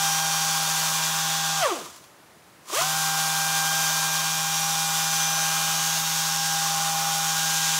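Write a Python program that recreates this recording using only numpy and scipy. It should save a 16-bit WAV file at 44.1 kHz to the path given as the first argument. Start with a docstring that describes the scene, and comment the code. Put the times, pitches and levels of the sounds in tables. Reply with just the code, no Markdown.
"""A whine over exhaust hiss: a palm-sized pneumatic orbital sander on a wooden bench, heard close by in a workshop.
The whine is summed vane-rate harmonics, the hiss is coloured noise pulsing with the shaft.
The off-centre pad hums and scrubs the wood once a turn; buzz and bearing tones follow the same shaft phase.
The lever is let go, the motor chugs and ticks to a stop, and a second after the release it is started again."""
import sys
import numpy as np
from scipy import signal
from scipy.fft import rfft, irfft, next_fast_len
from scipy.io import wavfile
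from scipy.ndimage import map_coordinates

SR = 44100
rng = np.random.default_rng(int(sys.argv[2]) if len(sys.argv) > 2 else 0)


def unload_wav(signal):
    """Save mono or channel-first audio to the path in sys.argv[1] as 16-bit WAV at rate SR, clipped to [-1, 1]."""
    wavfile.write(
        sys.argv[1],
        SR,
        np.round(np.clip(np.atleast_2d(signal).T, -1, 1) * 32767).astype(np.int16),
    )


N = 343539
TIME_S = np.arange(N) / SR
VANES = 5


def undb(db):
    """Decibels to gain."""
    return 10 ** (np.asarray(db) / 20)


def unit(x):
    """Scale to rms 1."""
    return x / np.sqrt(np.mean(x ** 2))


def curves(table):
    """Each column of a timed table, sample by sample."""
    t_s, *columns = np.transpose(table)
    return [np.interp(TIME_S, t_s, column) for column in columns]


def spectrum_at(points, hz):
    """Read (Hz, dB) points on a log-frequency axis."""
    f_hz, db = np.transpose(points)
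    return np.interp(np.log(np.maximum(hz, 1)), np.log(f_hz), db)


def noise(points):
    """Noise of a given colour, rms 1."""
    size = next_fast_len(N, True)
    gain = undb(spectrum_at(points, np.fft.rfftfreq(size, 1 / SR)))
    white = rng.standard_normal(size)
    return unit(irfft(rfft(white) * gain, size)[:N])


def walk(rate_hz):
    """Smooth chance that changes about rate_hz times a second; spread near 1."""
    steps = rng.standard_normal(4096)
    coarse_s = TIME_S[::64]
    smooth = map_coordinates(steps, [coarse_s * rate_hz], order=3, mode="wrap")
    return np.interp(TIME_S, coarse_s, smooth)


RELEASE_S, PRESS_S, VALVE_OPENS_S = 1.61, 2.62, 0.14
# coasting: pressure fade, slowing time constant, dry friction (share of full speed) that ends it
EASE_S, COAST_S, FRICTION = .009, .15, .025
# S-curve run-up: press to half speed, time constant
HALF_SPEED_S, RUN_UP_S = .121, .033


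def throttle():
    """Shares of full speed and full air flow: both die away after the release and return with the press."""
    since_s = EASE_S * np.logaddexp(0, (TIME_S - RELEASE_S) / EASE_S)
    coast = np.maximum(np.exp(-since_s / COAST_S) - FRICTION, 0) / (1 - FRICTION)
    run_up = (1 + np.tanh((TIME_S - PRESS_S - HALF_SPEED_S) / (2 * RUN_UP_S))) / 2
    valve = np.clip((TIME_S - PRESS_S) / VALVE_OPENS_S, 0, 1)
    pace = np.where(TIME_S < PRESS_S, coast, run_up)
    flow = coast ** 1.03 + valve ** 2.4
    return pace, flow


# shaft speed with the valve open, following the load on the pad: t/s, f/Hz
OPEN_SPEED = [(0.0, 159.5), (0.55, 160.0), (0.8, 159.4), (1.1, 160.2), (1.5, 160.0), (3.1, 158.7),
              (3.85, 159.5), (4.35, 159.8), (4.7, 160.6), (5.3, 160.1), (5.85, 160.9), (6.4, 161.0),
              (6.6, 160.4), (7.1, 160.7), (7.75, 160.6)]


def shaft_hz(pace):
    """Loaded open-valve speed, scaled by the share of full speed."""
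    open_hz, = curves(OPEN_SPEED)
    return open_hz * pace


# vanes passing the exhaust port, as the tool is steered: t/s, 1st, 2nd, 3rd harmonic mean level/dB
VANE_WHINE = [(0.0, -31, -37.5, -42), (0.5, -33.5, -38.5, -45), (1.0, -38, -41, -43),
              (1.5, -34.5, -39, -56), (2.95, -34.5, -37, -47), (3.7, -33.5, -33.5, -40.5),
              (4.25, -36, -37, -42), (4.75, -35, -43.5, -42.5), (5.5, -35, -35.5, -41),
              (6.1, -38.5, -42.5, -48), (6.55, -34, -37, -52), (7.05, -31.5, -53, -43.5),
              (7.4, -36, -35.5, -48), (7.75, -37, -36.5, -44.9)]


def whine(turns, pace, loose, waver_db=0.54):
    """The first harmonics of the vane rate, clean while air holds the vanes against the wall."""
    tones = np.zeros(N)
    for k, db in enumerate(curves(VANE_WHINE), 1):
        tones += undb(db + waver_db * walk(25)) * np.cos(2 * np.pi * VANES * k * turns + k)
    return np.sqrt(2) * tones * pace * (1 - loose)


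# exhaust jet colour: f/Hz, relative level/dB per Hz
JET_COLOUR = [(300, -23), (900, -11.5), (1700, -5), (2200, -6.5), (2800, -3), (3400, -1.5), (4100, -2.5),
              (5000, -1.5), (6100, 1.5), (7200, -0.5), (8500, -4.5), (10500, -5), (12500, -10.5),
              (15500, -10)]
LEAK_DB = -70.5  # air seeping past the closed valve, below the split


def hiss(turns, flow, air_db, top_db, pulsing=0.1, split_hz=9500, top_trim_db=7.0, leak_top_db=9.0,
         jet_trim_db=-0.42, flicker_db=0.71):
    """The exhaust jet pulses with shaft and vanes; its top changes as the port turns, and a thin leak stays."""
    jet = noise(JET_COLOUR)
    low = signal.sosfiltfilt(signal.butter(3, split_hz, fs=SR, output="sos"), jet)
    top = jet - low
    # the pad rocks over two turns, so the load also beats at half the shaft rate
    puffs = 1 + pulsing * sum(np.cos(2 * np.pi * k * turns + k * k) for k in (.5, 1, 2, VANES))
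    level = undb(air_db + jet_trim_db + flicker_db * walk(30))
    blast = (low + undb(top_db + top_trim_db) * top) * puffs * level
    leak = undb(LEAK_DB) * (low + undb(leak_top_db) * top)
    return flow * blast + leak


def hum(turns, pace, hum_db=-39.5):
    """The off-centre pad shakes the tool once a turn; force and radiation both fall away with speed."""
    radiated = pace ** 5
    return np.sqrt(2) * undb(hum_db) * radiated * np.sin(2 * np.pi * turns)


# pad on the wood: f/Hz, relative level/dB per Hz
SCRUB_COLOUR = [(30, -44), (90, -42), (260, -26), (360, -17), (480, -25.5), (620, -5), (830, -6.5),
                (1080, 2), (1220, -1), (1500, -4.5), (1800, -19), (3000, -25)]


def scrub(turns, scrub_db, throb=0.16, rocking=0.2, trim_db=-1.5, patchy_db=0.5):
    """The pad rubs the wood harder on one side of each orbit, and harder on every second turn."""
    pressure = 1 + throb * np.sin(2 * np.pi * turns) + rocking * np.sin(np.pi * turns)
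    return noise(SCRUB_COLOUR) * pressure * undb(scrub_db + trim_db + patchy_db * walk(22))


# gap between port and bench picks out one shaft harmonic: start t/s, length/s, multiple of shaft speed, boost/dB
GAP_WHISTLES = [(-.3, 1, 36, 10.5), (0, 1.0, 28, 15), (3.3, 1.5, 40, 5.5), (3.55, .5, 38, 7),
                (4.45, 0.45, 36, 11.5), (5.0, .6, 38, 11), (5.55, .55, 40, 9.5), (5.6, 0.62, 21, 2.5),
                (5.8, 1.3, 36, 8), (7.3, 0.79, 40, 7)]


def whistle_db(k):
    """Boost of shaft harmonic k: each brief whistle swells and fades in one arch."""
    boost_db = 0
    for start_s, length_s, multiple, peak_db in GAP_WHISTLES:
        if round(multiple) == k:
            boost_db += peak_db * np.sin(np.pi * np.clip((TIME_S - start_s) / length_s, 0, 1))
    return boost_db


# exhaust puffs, one shaft harmonic before beam, whistles and swell: f/Hz, level/dB
PUFF_BUZZ = [(320, -69), (480, -59.5), (640, -56), (1000, -47), (1450, -51), (1800, -56), (2200, -59),
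             (2600, -51), (3400, -46), (4300, -53), (6100, -45.5), (7500, -53), (11000, -66), (12200, -56),
             (15500, -60)]
# upper whine, all five vanes adding up, same reference: multiple of shaft speed, level/dB
UPPER_WHINE = [(20, -44), (25, -52), (30, -50), (35, -45), (40, -44), (45, -52), (50, -53), (55, -59),
               (60, -54), (65, -52), (70, -62), (75, -49), (80, -49), (85, -52), (90, -50.5), (95, -55)]
# how squarely the port beams its buzz at the listener: t/s, gain below split/dB, gain above split/dB
PORT_BEAM = [(0, -2.5, -1.5), (1.2, 1, -1), (2.95, -4, -2.5), (4.2, -1.5, 1), (5.9, 1, 0.5),
             (6.7, -3.5, -0.5), (7.75, -0.5, 0.5)]
BEAM_SPLIT_HZ = 4200


def buzz(turns, full_hz, swell_db=2.4, count=97):
    """Unequal vanes puff out shaft harmonics; each swells and fades as the tool slides on the reflecting bench."""
    angle = 2 * np.pi * ((turns + .0005 * walk(40)) % 1)
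    overtones = dict(UPPER_WHINE)
    mid_db, treble_db = curves(PORT_BEAM)
    out = np.zeros(N)
    for k in range(2, count + 1):
        if k % VANES == 0 and k not in overtones:
            continue  # the lowest vane harmonics are the whine
        beam_db = mid_db if k * full_hz < BEAM_SPLIT_HZ else treble_db
        base_db = overtones.get(k, spectrum_at(PUFF_BUZZ, k * full_hz))
        level_db = base_db + beam_db + whistle_db(k) + swell_db * walk(1.8)
        phase = k * angle + 2 * np.pi * rng.random()
        out += undb(level_db.astype(np.float32)) * np.sin(phase.astype(np.float32))
    return np.sqrt(2) * out


# tones between the shaft harmonics: multiple of shaft speed, mean level at full speed/dB
BEARING_TONES = [(1.495, -64.5), (5.6, -62), (5.84, -51.5), (6.655, -47.5), (6.784, -47), (6.16, -69),
                 (7.38, -50), (8.51, -50.5), (9.1, -43), (13.8, -92), (19.96, -55), (20.16, -57),
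                 (21.02, -60), (21.9, -48.5), (23.07, -47.5), (32, -66)]


def bearings(turns, slip_cycles=0.13, swell_db=1.0):
    """Rolling balls sing off the shaft harmonics and slip a little."""
    out = np.zeros(N)
    for ratio, db in BEARING_TONES:
        level = undb(db + swell_db * walk(1.98))
        out += level * np.sin(2 * np.pi * (ratio * turns + slip_cycles * walk(14)))
    return np.sqrt(2) * out


# chamber and housing resonances swept by the chug, before harmonic slope and chatter: f/Hz, level/dB
CHAMBER_RESONANCES = [(110, -47), (290, -37.5), (365, -21.5), (460, -32.5), (570, -22.5), (700, -19),
                      (880, -25), (1120, -10.5), (1370, -20), (1550, -21), (1750, -19), (2300, -23)]
DRIVEN_CHUG_DB = -6.5  # softer when air drives the vanes


def chug(turns, hz, pace, loose, slope_db_per_octave=-7.0, chatter_db=4.0, chatter_turns=0.011, count=3):
    """Loose vanes pump roughly; their harmonics glide through the chamber's resonances and fade with speed."""
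    out = np.zeros(N)
    for k in range(1, count + 1):
        resonance_db = spectrum_at(CHAMBER_RESONANCES, k * VANES * hz)
        db = resonance_db + slope_db_per_octave * np.log2(k) + chatter_db * np.tanh(walk(110))
        slipped = turns + chatter_turns * walk(150)
        out += undb(db) * np.cos(2 * np.pi * VANES * k * slipped + k)
    return np.sqrt(2) * out * pace * loose * undb(DRIVEN_CHUG_DB * (TIME_S > PRESS_S))


# housing and pad modes: f/Hz, relative level/dB, t60/s
BODY_MODES = [(380, -13, .03), (680, -10, .025), (1060, 0, .04), (1190, -1, .04), (1330, -8, .03),
              (2600, -9, .012), (3400, -9, .015)]


def body_ring(contact_s=.001):
    """What housing and pad ring with after one slightly cushioned blow, peak 1."""
    t = TIME_S[:SR // 10]
    ring = np.zeros(len(t))
    for hz, db, t60_s in BODY_MODES:
        ring += undb(db) * np.sin(2 * np.pi * hz * t) * np.exp(-np.log(1000) * t / t60_s)
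    ring *= (1 - np.exp(-t / contact_s)) ** 2
    return ring / np.abs(ring).max()


# vane edges rasping on the cylinder wall: f/Hz, relative level/dB per Hz
RASP_COLOUR = [(1000, -19), (1900, -3), (2700, -2), (3400, 0), (5000, -25), (12000, -30)]
SLAP_DB = -35.5


def slaps(turns, hz, scatter_db=1.5, rasp_db=6.5):
    """One blow on the housing and a short rasp for each passing vane."""
    passes = np.diff(np.floor(VANES * turns), prepend=0)
    blows = passes * undb(scatter_db * rng.standard_normal(N))
    ring = body_ring()
    power = np.sum(ring ** 2) * VANES * np.maximum(hz, 10) / SR
    rattle = signal.fftconvolve(blows, ring)[:N] / np.sqrt(power)
    rasp = noise(RASP_COLOUR) * (1 + np.cos(2 * np.pi * VANES * turns) / 2) * hz / hz.max()
    return (rattle + undb(rasp_db) * rasp) * undb(SLAP_DB)


# blows of vanes, lever and pad: t/s, ring level/dB, crack level/dB, crack time constant/s
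BLOWS = [(1.857, -35, -42, .012), (1.9, -44, -44, .01), (1.96, -47, -45, .014), (2.04, -47, -48, .009),
         (2.674, -40, -47, .003), (2.698, -31, -48, .004), (2.747, -34, -23, .004),
         (2.8115, -17, -34, .003), (2.8205, -24, -20, .004)]


def knocks():
    """Single blows: the body rings and a short bright crack goes with it."""
    out, ring, grit = np.zeros(N), body_ring(), noise(JET_COLOUR)
    for t_s, ring_db, crack_db, crack_s in BLOWS:
        start = int(t_s * SR)
        span = slice(start, start + len(ring))
        crack = np.exp(-TIME_S[:len(ring)] / crack_s) * grit[span]
        out[span] += undb(ring_db) * ring + undb(crack_db) * crack
    return out


def workshop(x, wet_db, t60_s=.5):
    """A short diffuse tail from the walls."""
    t = TIME_S[:SR // 2]
    tail = rng.standard_normal(len(t)) * np.exp(-np.log(1000) * t / t60_s) * (t > .006)
    return x + undb(wet_db) * signal.fftconvolve(x, tail / np.linalg.norm(tail))[:N]


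# room tone colour: f/Hz, relative level/dB per Hz
ROOM_COLOUR = [(15, -37), (25, -21), (71, -8.5), (169, -1.5), (215, -4), (267, -7), (313, -2), (445, -7),
               (703, -5), (1490, -8.5), (3440, -16), (10100, -21), (15500, -27)]
ROOM_TONE_DB = -53


def room_tone():
    """Steady coloured noise of the room."""
    return undb(ROOM_TONE_DB) * noise(ROOM_COLOUR)


# valve open, before trims: t/s, exhaust air level/dB, treble relative to it/dB, scrub level/dB
AIR_AND_SCRUB = [(0.0, -26, -9, -33.9), (0.9, -26.5, -7.5, -34), (1.5, -27.4, -12.5, -36),
                 (2.95, -27, -7, -34.5), (3.9, -26.0, -8.2, -33), (4.5, -27.5, -10.5, -36.8),
                 (5.6, -26.5, -8.4, -34.5), (6.4, -27.0, -10.5, -38), (7.05, -27, -9.5, -33),
                 (7.7, -24.5, -11.5, -40)]
LOOSE_BELOW = 0.18  # share of speed lost at which the vanes are fully loose
LOOSE_SCRUB_DB = 8  # extra scrub as the coasting pad wobbles


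def scene():
    """The lever sets shaft speed and air flow, and these drive every part of the tool."""
    pace, flow = throttle()
    hz = shaft_hz(pace)
    turns = np.cumsum(hz) / SR
    loose = np.clip((1 - pace) / LOOSE_BELOW, 0, 1)
    coasting = loose * (TIME_S < PRESS_S)
    air_db, top_db, scrub_db = curves(AIR_AND_SCRUB)

    vanes = whine(turns, pace, loose) + chug(turns, hz, pace, loose)
    rush = hiss(turns, flow, air_db, top_db)
    rush += pace ** 1.3 * scrub(turns, scrub_db + LOOSE_SCRUB_DB * coasting)
    motor = flow * pace * buzz(turns, np.median(hz)) + pace ** 2 * bearings(turns)
    motor += pace * loose * slaps(turns, hz) + knocks()

    sound = workshop(motor, wet_db=-7.0) + workshop(vanes, wet_db=-17) + hum(turns, pace) + rush
    return np.tile(sound + room_tone(), (2, 1))  # same signal on both channels


def record(dry, low_cut_hz=74.0, top_hz=15700):
    """The recorder cuts the deep bass and the top."""
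    thin = signal.sosfilt(signal.butter(2, low_cut_hz, "high", fs=SR, output="sos"), dry)
    return signal.sosfilt(signal.ellip(12, .1, 80, top_hz, fs=SR, output="sos"), thin)


dry = scene()
out = record(dry)
unload_wav(out)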